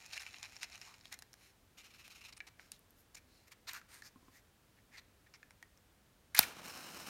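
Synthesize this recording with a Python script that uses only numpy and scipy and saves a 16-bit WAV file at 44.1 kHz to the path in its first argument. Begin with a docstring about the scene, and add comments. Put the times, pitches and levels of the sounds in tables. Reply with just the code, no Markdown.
"""In a small, quiet room, close by, fingers pick a wooden match out of a cardboard box and strike it.
The sticks click and slide, one is drawn out and rolled between the fingertips, the tray is pushed shut
and the box is turned in the hand. Knocks ring the hollow box; rubbing is many tiny catches and slips.
Then the match head scrapes along the striker, catches with a crack, fizzes and flares."""
import sys
import numpy as np
from scipy import signal
from scipy.fft import rfft, irfft
from scipy.io import wavfile
from scipy.ndimage import uniform_filter1d

SR = 44100
rng = np.random.default_rng(int(sys.argv[2]) if len(sys.argv) > 2 else 0)


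def digitize_waveform(pressure):
    """Quantize a signal to 16-bit integers and store it at the path in sys.argv[1].

    Rows of a 2-D input are taken as channels; values are limited to [-1, 1].
    """
    field = np.atleast_2d(pressure).T
    bounded = np.clip(field, -1, 1)
    quanta = np.round(bounded * 32767).astype(np.int16)
    wavfile.write(sys.argv[1], SR, quanta)


N = 312669
TIME = np.arange(N) / SR
MATCH_OUT_S, TRAY_SHUT_S, IGNITION_S = 1.3, 3.3, 6.3935
BOX_HZ, TOP_HZ = 2400, 16100  # the box's own pitch; where the treble is cut off


# the head bursting: (time [s], level [dB], bass lift [dB/octave], treble lift [dB/octave])
BURSTS = [(6.3907, 6.5, -2, 1), (6.3919, -9, 1, 0), (6.3924, -2.5, -8, 2.5), (6.3929, 1, 1, 1),
          (6.3932, 6, 5, -1)]
# the tone of a burst: (frequency [Hz], level [dB])
BURST_TONE = [(150, -32.5), (450, -18.5), (800, -11), (1400, -9), (2400, -2.5), (2950, -12.5), (3800, -1),
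              (4400, 7), (5100, 4.5), (6200, -9.5), (7800, -9), (9200, 2.5), (10300, -9), (11500, 4),
              (15200, 0.5), (16500, 1)]

def ignition(puff_db=-4, sputter_db=-21, sputter_fade_s=0.016):
    """The match head bursts in a tight cluster of cracks, puffs out hot gas and sputters."""
    out = np.zeros(N)
    for s, db, bass, treble in BURSTS:
        add(out, s, undb(db) * response(BURST_TONE, bass, treble))
    puff = thump(start_hz=1300, end_hz=153, glide_s=.00222, fade_s=.0138)
    add(out, BURSTS[1][0], undb(puff_db) * puff)
    t = TIME[:SR // 2]
    sputter = undb(sputter_db) * fade(t, sputter_fade_s) * grit(len(t), per_s=7800, spread_db=6.5)
    add(out, BURSTS[0][0], through(sputter, response(BURST_TONE, bass=3.9, treble=-5.5)))
    return out


def thump(start_hz, end_hz, glide_s, fade_s):
    """A short thump that falls in pitch as it fades."""
    t = TIME[:SR // 30]
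    hz = end_hz + (start_hz - end_hz) * np.exp(-(t / glide_s) ** 2)
    wave = np.sin(2 * np.pi * np.cumsum(hz) / SR) * fade(t, fade_s)
    return unit_energy(np.diff(wave, prepend=0) / hz)


def microphone_ring(lag_s=0.0024, level_db=-25):
    """A low thump, falling in pitch, rings on in the microphone after the crack."""
    out = np.zeros(N)
    ring = thump(start_hz=150, end_hz=48, glide_s=0.004, fade_s=0.086)
    add(out, IGNITION_S + lag_s, undb(level_db) * ring)
    return out


# the tone of the gas jet: (frequency [Hz], level [dB])
JET_TONE = [(100, -9), (300, -19), (1300, 5.5), (2500, 5), (4400, 1.5), (7000, 0), (7900, -3), (9600, 5),
            (10500, -3), (12200, 1), (16000, -3)]

def fizz(level_db=-33, fade_s=0.22):
    """A jet of gas hisses out of the head and dies away."""
    out = np.zeros(N)
    t = TIME[:SR // 2]
    jet = undb(level_db) * fade(t, fade_s) * grit(len(t), per_s=8200, spread_db=4)
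    add(out, IGNITION_S, through(jet, response(JET_TONE)))
    return out


# how the flame rises and falls: (time [s], relative level [dB])
FLAME_LEVELS = [(6.52, -51.5), (6.544, -57.5), (6.596, -49.5), (6.61, -55), (6.704, -49), (6.73, -54),
                (6.752, -49.5), (6.936, -52.5), (6.962, -49), (7.048, -52), (7.09, -48)]
# the tone of the flame: (frequency [Hz], level [dB])
FLAME_TONE = [(60, -8), (220, 3.5), (430, -1.5), (1500, 1), (1950, -4.5), (2900, 0.5), (3450, -5.5),
              (4100, -2), (4700, -8.5), (5350, -3.5), (7900, -9.5), (9200, -8.5), (10500, -14),
              (12700, -10.5), (16000, -16)]

def flame(flutter_db=1.57, alight_at_s=6.64, changeover_s=0.014):
    """The flame rushes, dull at first, then seething brightly once the whole head is alight."""
    times, levels = np.transpose(FLAME_LEVELS)
    heat = undb(np.interp(TIME, times, levels) + flutter_db * wander(per_s=220)) * (TIME > IGNITION_S)
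    alight = .5 + .5 * np.tanh((TIME - alight_at_s) / changeover_s)
    dull = response(FLAME_TONE, bass=0.91, treble=-1.9)
    bright = response(FLAME_TONE, rings=[(5300, .1, 3.5), (3470, .15, -4.5)])
    rush = undb(-1.3) * through(grit(N, per_s=9000, spread_db=1), dull)
    seethe = undb(-0.5) * through(grit(N, per_s=5000, spread_db=3), bright)
    return heat * (np.sqrt(1 - alight) * rush + np.sqrt(alight) * seethe)


# the head biting, dragging and leaving the striker: (start [s], rise [s], fall [s], level [dB],
# bass lift [dB/octave], treble lift [dB/octave], ring [Hz])
STRIKE = [(6.346, 0.0011, 0.018, -34, -3.5, -5.5, 1800), (6.358, 0.024, 0.008, -32, 1, 0.5, 3679),
          (6.425, 0.0042, 0.017, -35, -5, -1, 2150)]

def scrape():
    """The head rasps over the grains of the striker, which shake the box."""
    out = np.zeros(N)
    for rub in STRIKE:
        add(out, rub[0], slide(rub, per_s=16000, spread_db=3.5, rings=[(700, .79, -2.5)]))
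    return out


# wood and card meeting: (time [s], relative level [dB], treble lift [dB/octave], ring [Hz])
TAPS = [(0.062, -31.5, 8, 6200), (0.133, -26, 1, 4200), (0.1375, -30, 0, 2400), (0.1773, -17.5, -0.5, 2300),
        (0.1966, -26.5, 2, 5300), (0.233, -32, 1, 2400), (0.265, -22, -4, 2730), (0.309, -36, 0, 6400),
        (0.3393, -33, 0, 3280), (0.343, -25.5, -11, 4020), (0.4293, -21.5, -0.5, 6900),
        (0.5655, -26.5, -3, 5370), (0.631, -16.5, 1, 2480), (0.756, -29, 2.5, 2800),
        (0.815, -26.5, 2, 5430), (0.8203, -31.5, -1, 2600), (0.941, -33.5, 0, 2800),
        (1.0104, -37, -2, 5300), (1.0552, -29, 3, 3300), (1.1263, -22.5, 6, 1990), (1.1414, -27, 8, 1670),
        (1.1898, -30, 6, 10700), (1.2227, -28, 6, 1700), (1.3313, -33.5, 8, 5200), (1.3398, -35, 6.5, 1680),
        (2.079, -32.5, 1, 13000), (2.377, -33, -1, 9200), (2.404, -19.5, -9, 1680),
        (2.5953, -29, -18, 1500), (2.7184, -22.5, 8, 9100), (2.7926, -42, 23, 11000),
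        (2.9066, -42, 15, 13000), (3.7334, -24, 3.5, 12500), (3.8147, -35, -7, 1400),
        (4.0216, -27, 1, 1710), (5.4295, -30.5, -7, 1700), (5.5075, -35, -3.5, 9300),
        (5.6268, -28, 1.5, 1870), (5.7747, -43.5, 6, 6260), (6.349, -14.5, 9, 10700), (6.365, -17, 5, 2800)]

def clicks(gain_db=0.9, hard_above_db=-28):
    """Wood and card knock together: sharp taps add both bass and treble, hard ones have less bass."""
    out = np.zeros(N)
    for s, db, treble, ring_hz in TAPS:
        bass = 4 + 0.36 * treble - 0.6 * max(db - hard_above_db, 0)
        add(out, s, undb(db + gain_db) * click(s, treble, ring_hz, bass))
    return out


def click(s, treble, ring_hz, bass, chatter_db=-5, chatter_fade_s=0.022):
    """One tap rings the box, a stick and two of its neighbours, and chatters as it settles."""
    t = TIME[:SR // 30]
    chatter = fade(t, chatter_fade_s) * grit(len(t), per_s=2200, spread_db=6.5)
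    force = (t == 0) + undb(chatter_db) * unit_energy(chatter)
    neighbours = [(hz, .06, 9.5) for hz in 4800 * 2 ** (0.68 * rng.standard_normal(2))]
    rings = [(ring_hz, .35, 7), (ring_hz, .07, 5), (14500, .3, -3), *neighbours]
    knock = signal.fftconvolve(force, box(s, bass, treble, rings))
    return smear(unit_energy(knock))


def smear(x, lag_s=0.000496):
    """Low notes travel more slowly through thin wood and card; lag_s is the delay at BOX_HZ."""
    size = len(x) + 1024
    f = np.fft.rfftfreq(size, 1 / SR)
    phase = 4 * np.pi * lag_s * np.sqrt(f * BOX_HZ)
    return irfft(rfft(x, size) * np.exp(-1j * phase), size)


# a stick, the tray or a finger rubbing along the box:
# (start [s], rise [s], fall [s], relative level [dB], treble lift [dB/octave], ring [Hz])
RUBS = [(0.121, 0.012, 0.025, -43.5, -1, 4170), (0.152, 0.014, 0.019, -43.5, -1, 1690),
        (0.192, 0.016, 0.04, -48.5, 1.5, 1670), (0.421, 0.012, 0.043, -48, -3, 1050),
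        (0.605, 0.033, 0.017, -43.5, -0.5, 5440), (1.04, 0.013, 0.057, -62.5, 1, 4200),
        (1.112, 0.013, 0.031, -49.5, 0.5, 1710), (1.35, 0.11, 0.073, -64.5, 0, 11400),
        (2.323, 0.0054, 0.012, -52, 0.5, 4200), (2.363, 0.008, 0.012, -55.5, 1, 8900),
        (2.466, 0.008, 0.021, -53, 1.5, 1050), (2.585, 0.011, 0.12, -64.5, 2, 1400),
        (2.719, 0.0036, 0.061, -62, 5, 3320), (2.95, 0.054, 0.033, -70, 10, 13000),
        (3.144, 0.0058, 0.009, -48, 4, 7000), (3.158, 0.013, 0.024, -55, 4, 2350),
        (3.26, 0.1, 0.13, -70, 4, 4200), (3.468, 0.013, 0.013, -61.5, 3, 2400),
        (3.51, 0.012, 0.016, -53.5, 0.5, 3000), (3.668, 0.026, 0.0066, -41, -1, 4000),
        (3.692, 0.0067, 0.036, -48.5, 0.5, 2760), (3.724, 0.02, 0.062, -47.5, 0, 1480),
        (3.88, 0.061, 0.086, -56.5, -0.5, 9200), (4.02, 0.048, 0.03, -56, 1.5, 5200),
        (4.17, 0.097, 0.12, -74, 2, 1100), (4.31, 0.055, 0.048, -62.5, 3, 2000),
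        (4.76, 0.026, 0.024, -69.5, -7, 1800), (4.91, 0.052, 0.0082, -55.5, -2.5, 1970),
        (4.965, 0.019, 0.019, -51, -3.5, 4200), (5.26, 0.01, 0.012, -63, -9, 1710),
        (5.337, 0.003, 0.028, -55, -4, 5400)]

def strokes(gain_db=-0.8):
    """Loose sticks catch roughly; once the match is out, card and skin slide more finely."""
    out = np.zeros(N)
    for s, rise, fall, db, treble, ring_hz in RUBS:
        bass = 0.59 * treble
        if s < MATCH_OUT_S:
            texture = dict(per_s=1000, spread_db=4.5, bed_db=-23, scatter=.684, contact_db=6.5)
        else:
            bass += 0.8
            texture = dict(per_s=6000, spread_db=4, scatter=.65, contact_db=5.5, rings=[(ring_hz, .2, 3)])
        add(out, s, slide((s, rise, fall, db + gain_db, bass, treble, ring_hz), **texture))
    return out


def slide(rub, per_s, spread_db, bed_db=-20, scatter=0, contact_db=0, rings=(), contacts=4):
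    """Fibres catch and slip as pressure swells; the contacts' pitches stray by about scatter octaves."""
    s, rise, fall, db, bass, treble, ring_hz = rub
    t = np.arange(int((rise + fall) * SR)) / SR
    pressure = np.interp(t, [0, rise, rise + fall], [0, 1, 0]) ** 0.83
    out = 0
    for contact_hz in ring_hz * 2 ** (scatter * rng.standard_normal(contacts)):
        body = box(s, bass, treble, [(ring_hz, .3, 5), (contact_hz, .09, contact_db), *rings])
        slips = pressure * grit(len(t), per_s / contacts, spread_db, bed_db)
        out = out + signal.fftconvolve(slips, body)
    return undb(db) * out / np.sqrt(contacts)


# the tone of the box, open and shut: (frequency [Hz], level [dB])
OPEN_TONE = [(200, -25.5), (500, -25.5), (720, -8.5), (1050, -12), (2450, -0.5), (3350, -11), (4050, -3),
             (4750, -9), (5400, -3.5), (6100, -10), (6900, -8), (7900, -17), (9500, -13.5), (10600, -21),
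             (12500, -18.5), (16000, -31.5)]
SHUT_TONE = [(200, -34), (500, -21.5), (800, -10), (1800, -1), (2300, -1.5), (3200, -10.5), (4300, -5.5),
             (7200, -8), (7900, -14), (9400, -12), (10500, -21.5), (12300, -12), (16000, -22)]

def box(s, bass, treble, rings):
    """The hollow box rings differently once its tray is pushed in."""
    return response(OPEN_TONE if s < TRAY_SHUT_S else SHUT_TONE, bass, treble, rings)


# fingertip pushes, each running into the next: (start [s], relative level [dB])
PUSHES = [(1.77, -54.5), (1.831, -57.5), (1.896, -60.5), (1.93, -59), (1.98, -56.5), (2.035, -56),
          (2.095, -54.5), (2.142, -55.5), (2.205, -56), (2.236, -51), (2.28, -54)]

def roll(end_s=2.305, overlap_s=0.0064, gain_db=-1.35, bass=-1.5, treble=0.9, ring_hz=2800):
    """The match turns between the fingertips in short pushes and adds its own ring."""
    out = np.zeros(N)
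    ends = [s for s, _ in PUSHES[1:]] + [end_s]
    rings = [(1750, .17, -4), (1150, .41, 6), (13000, .12, 4.5)]
    for (s, db), end in zip(PUSHES, ends):
        length = end - s + overlap_s
        rub = (s, .23 * length, .77 * length, db + gain_db, bass, treble, ring_hz)
        add(out, s, slide(rub, per_s=4000, spread_db=3, scatter=.5, contact_db=8, rings=rings))
    return out


# changes of grip: (time [s], level [dB])
GRIPS = [(4.159, -31), (4.228, -37.5), (4.283, -34)]
# the low notes they wake: (pitch [Hz], relative level [dB], fade time [s])
GRIP_NOTES = [(265, 1, 0.085), (310, -1, .04), (390, -19, .025), (1050, -1, 0.053), (1180, -8, 0.014)]

def knocks(detune=0.028, vary_db=3):
    """Soft fingers bump the box and wake only a few low notes, differently each time."""
    out = np.zeros(N)
    t = TIME[:SR // 4]
    for s, db in GRIPS:
        ring = 0
        for hz, note_db, fade_s in GRIP_NOTES:
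            hz *= 1 + detune * rng.standard_normal()
            note_db += vary_db * rng.standard_normal()
            ring = ring + undb(note_db) * fade(t, fade_s) * np.sin(2 * np.pi * hz * t)
        add(out, s, undb(db) * unit_energy(ring))
    return out


# fingers stirring the loose sticks: (start [s], length [s], relative level [dB])
STIRRING = [(0, 0.14, -58), (.24, .19, -54), (.495, 0.11, -63.5), (.7, .085, -56), (0.797, .1, -59.5)]

def rummage(slips=5, slip_s=.055, slip_db=-4, bass=2, treble=0, ring_hz=2600, ticks=3, tick_db=22):
    """Stirred sticks slip one after another, each at its own pitch, and tick against their neighbours."""
    out = np.zeros(N)
    texture = dict(per_s=700, spread_db=6, bed_db=-29, scatter=.74, contact_db=12)
    for start, length, db in STIRRING:
        for s in np.linspace(start, start + length - slip_s, slips):
            level_db = db + slip_db - 1.5 * rng.standard_normal()
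            slip = (s, .36 * slip_s, .64 * slip_s, level_db, bass, treble, ring_hz)
            add(out, s, slide(slip, rings=[(2600, .5, -0.5), (6700, .28, 3.5)], **texture))
    for start, length, db in STIRRING:
        for k, (when, pitch) in enumerate(rng.random((ticks, 2))):
            s = start + length * (k + when) / ticks
            tick_hz = 4400 * 2 ** (0.58 * (2 * pitch - 1))
            add(out, s, undb(db + tick_db) * click(s, treble=-1.5, ring_hz=tick_hz, bass=3))
    return out


def draw(start_s=.845, rise_s=.037, fall_s=.093, level_db=-60, bass=2, treble=0, ring_hz=1050):
    """The chosen match is drawn over the edge of the tray, which answers hollowly."""
    out = np.zeros(N)
    pull = (start_s, rise_s, fall_s, level_db, bass, treble, ring_hz)
    add(out, start_s, slide(pull, per_s=2200, spread_db=1, rings=[(ring_hz, .42, 9)]))
    return out


def rustle(level_db=-64, settle_s=0.84, fade_db_per_s=40):
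    """The heap of sticks crackles while the fingers are in it, then settles."""
    stirred = undb(level_db - fade_db_per_s * np.maximum(TIME - settle_s, 0))
    body = response(OPEN_TONE, bass=3, treble=1, rings=[(6800, .15, 3), (750, .25, 2)])
    return stirred * through(grit(N, per_s=900, spread_db=4, bed_db=-28), body)


# echoes off close surfaces: (delay [s], level [dB])
CLOSE_ECHOES = [(.0016, -37), (.0043, -34), (0.0108, -23.5)]

def nearby(x, dull_hz=6000):
    """Hands and the things around them throw back a few quick, dull echoes."""
    out = x.copy()
    dull = signal.sosfilt(signal.butter(1, dull_hz, fs=SR, output="sos"), x)
    for delay_s, db in CLOSE_ECHOES:
        add(out, delay_s, undb(db) * dull)
    return out


def room(x, echo_db, low_fade_s=0.4, high_fade_s=0.052, split_hz=4000, gap_s=0.0028):
    """A small, soft room adds a faint wash of echoes whose treble dies first."""
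    t = TIME[:SR // 2]
    noise = rng.standard_normal(len(t))
    low = signal.sosfilt(signal.butter(2, split_hz, fs=SR, output="sos"), noise)
    high = signal.sosfilt(signal.butter(2, split_hz, "high", fs=SR, output="sos"), noise)
    tail = (low * fade(t, low_fade_s) + undb(-6) * high * fade(t, high_fade_s)) * (t > gap_s)
    return x + undb(echo_db) * through(x, unit_energy(tail))


# the tone of the quiet room: (frequency [Hz], relative level [dB])
BACKGROUND_TONE = [(13, -56), (22, -19), (40, -2.5), (103, -2.5), (140, -8), (249, -9), (319, -11.5),
                   (1100, -18.5), (1490, -18.5), (1620, -18.5), (2080, -21), (3920, -23.5), (4380, -25),
                   (11800, -29), (16000, -29)]

def background(level_db=-69):
    """A low, steady rumble lies under faint hiss."""
    noise = through(rng.standard_normal(N), response(BACKGROUND_TONE, size=16384))
    return undb(level_db) * unit_level(noise)


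def response(tone, bass=0, treble=0, rings=(), size=2048):
    """How a thing answers one sharp tap; each ring is (pitch [Hz], width [octaves], boost [dB])."""
    f = np.fft.rfftfreq(size, 1 / SR) + 1
    hz, db = np.transpose(tone)
    octave = np.log2(f / BOX_HZ)
    db = np.interp(np.log(f), np.log(hz), db)
    db += bass * np.clip(-octave, 0, 1.5) + treble * np.maximum(octave, 0)
    for ring_hz, width, ring_db in rings:
        db += ring_db * np.exp(-(np.log2(f / ring_hz) / width) ** 2)
    gain = undb(db) / np.hypot(1, (hz[0] / f) ** 2) / np.hypot(1, (f / TOP_HZ) ** 20)
    after_tap = 2 * irfft(np.log(gain))[:size // 2]  # keep half, so nothing sounds before the tap
    return unit_energy(irfft(np.exp(rfft(after_tap, size))))


def grit(count, per_s, spread_db, bed_db=-20):
    """Tiny ticks at random moments, most weak and a few strong, over a bed of finer ones."""
    hit = rng.random(count) < per_s / SR
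    size = undb(spread_db * np.minimum(rng.exponential(size=count), 4))
    return unit_level((hit + undb(bed_db)) * size * rng.choice([-1, 1], count))


def wander(per_s):
    """Glide between random values."""
    hold = int(SR / per_s)
    steps = np.repeat(rng.standard_normal(N // hold + 1), hold)
    return unit_level(uniform_filter1d(steps, hold)[:N])


def fade(t, fade_s):
    """Die away by 60 dB every fade_s."""
    return undb(-60 * t / fade_s)


def undb(db):
    """Turn decibels into a gain."""
    return 10 ** (np.asarray(db) / 20)


def unit_level(x):
    """Scale to an average power of 1."""
    return x / np.sqrt(np.mean(x ** 2))


def unit_energy(x):
    """Scale to a total energy of 1."""
    return x / np.linalg.norm(x)


def through(x, body):
    """Pass x through a response, keeping its length."""
    return signal.fftconvolve(x, body)[:len(x)]


def add(out, s, x):
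    """Mix x into out from time s on."""
    i = max(0, int(round(s * SR)))
    out[i:i + len(x)] += x[:len(out) - i]


def scene():
    """The match and the handling of its box, heard from close by in the small room."""
    match = scrape() + ignition() + fizz() + microphone_ring() + flame()
    handling = clicks() + strokes() + roll() + rustle() + rummage() + draw() + knocks()
    in_room = room(handling, echo_db=-20.5) + room(match, echo_db=-24.5)
    return (nearby(in_room) + background())[None]


def record(dry):
    """The very highest treble is cut off."""
    top_cut = signal.firwin(161, TOP_HZ, window="blackman", fs=SR)
    return np.array([np.convolve(x, top_cut, "same") for x in dry])


dry = scene()
out = record(dry)
digitize_waveform(out)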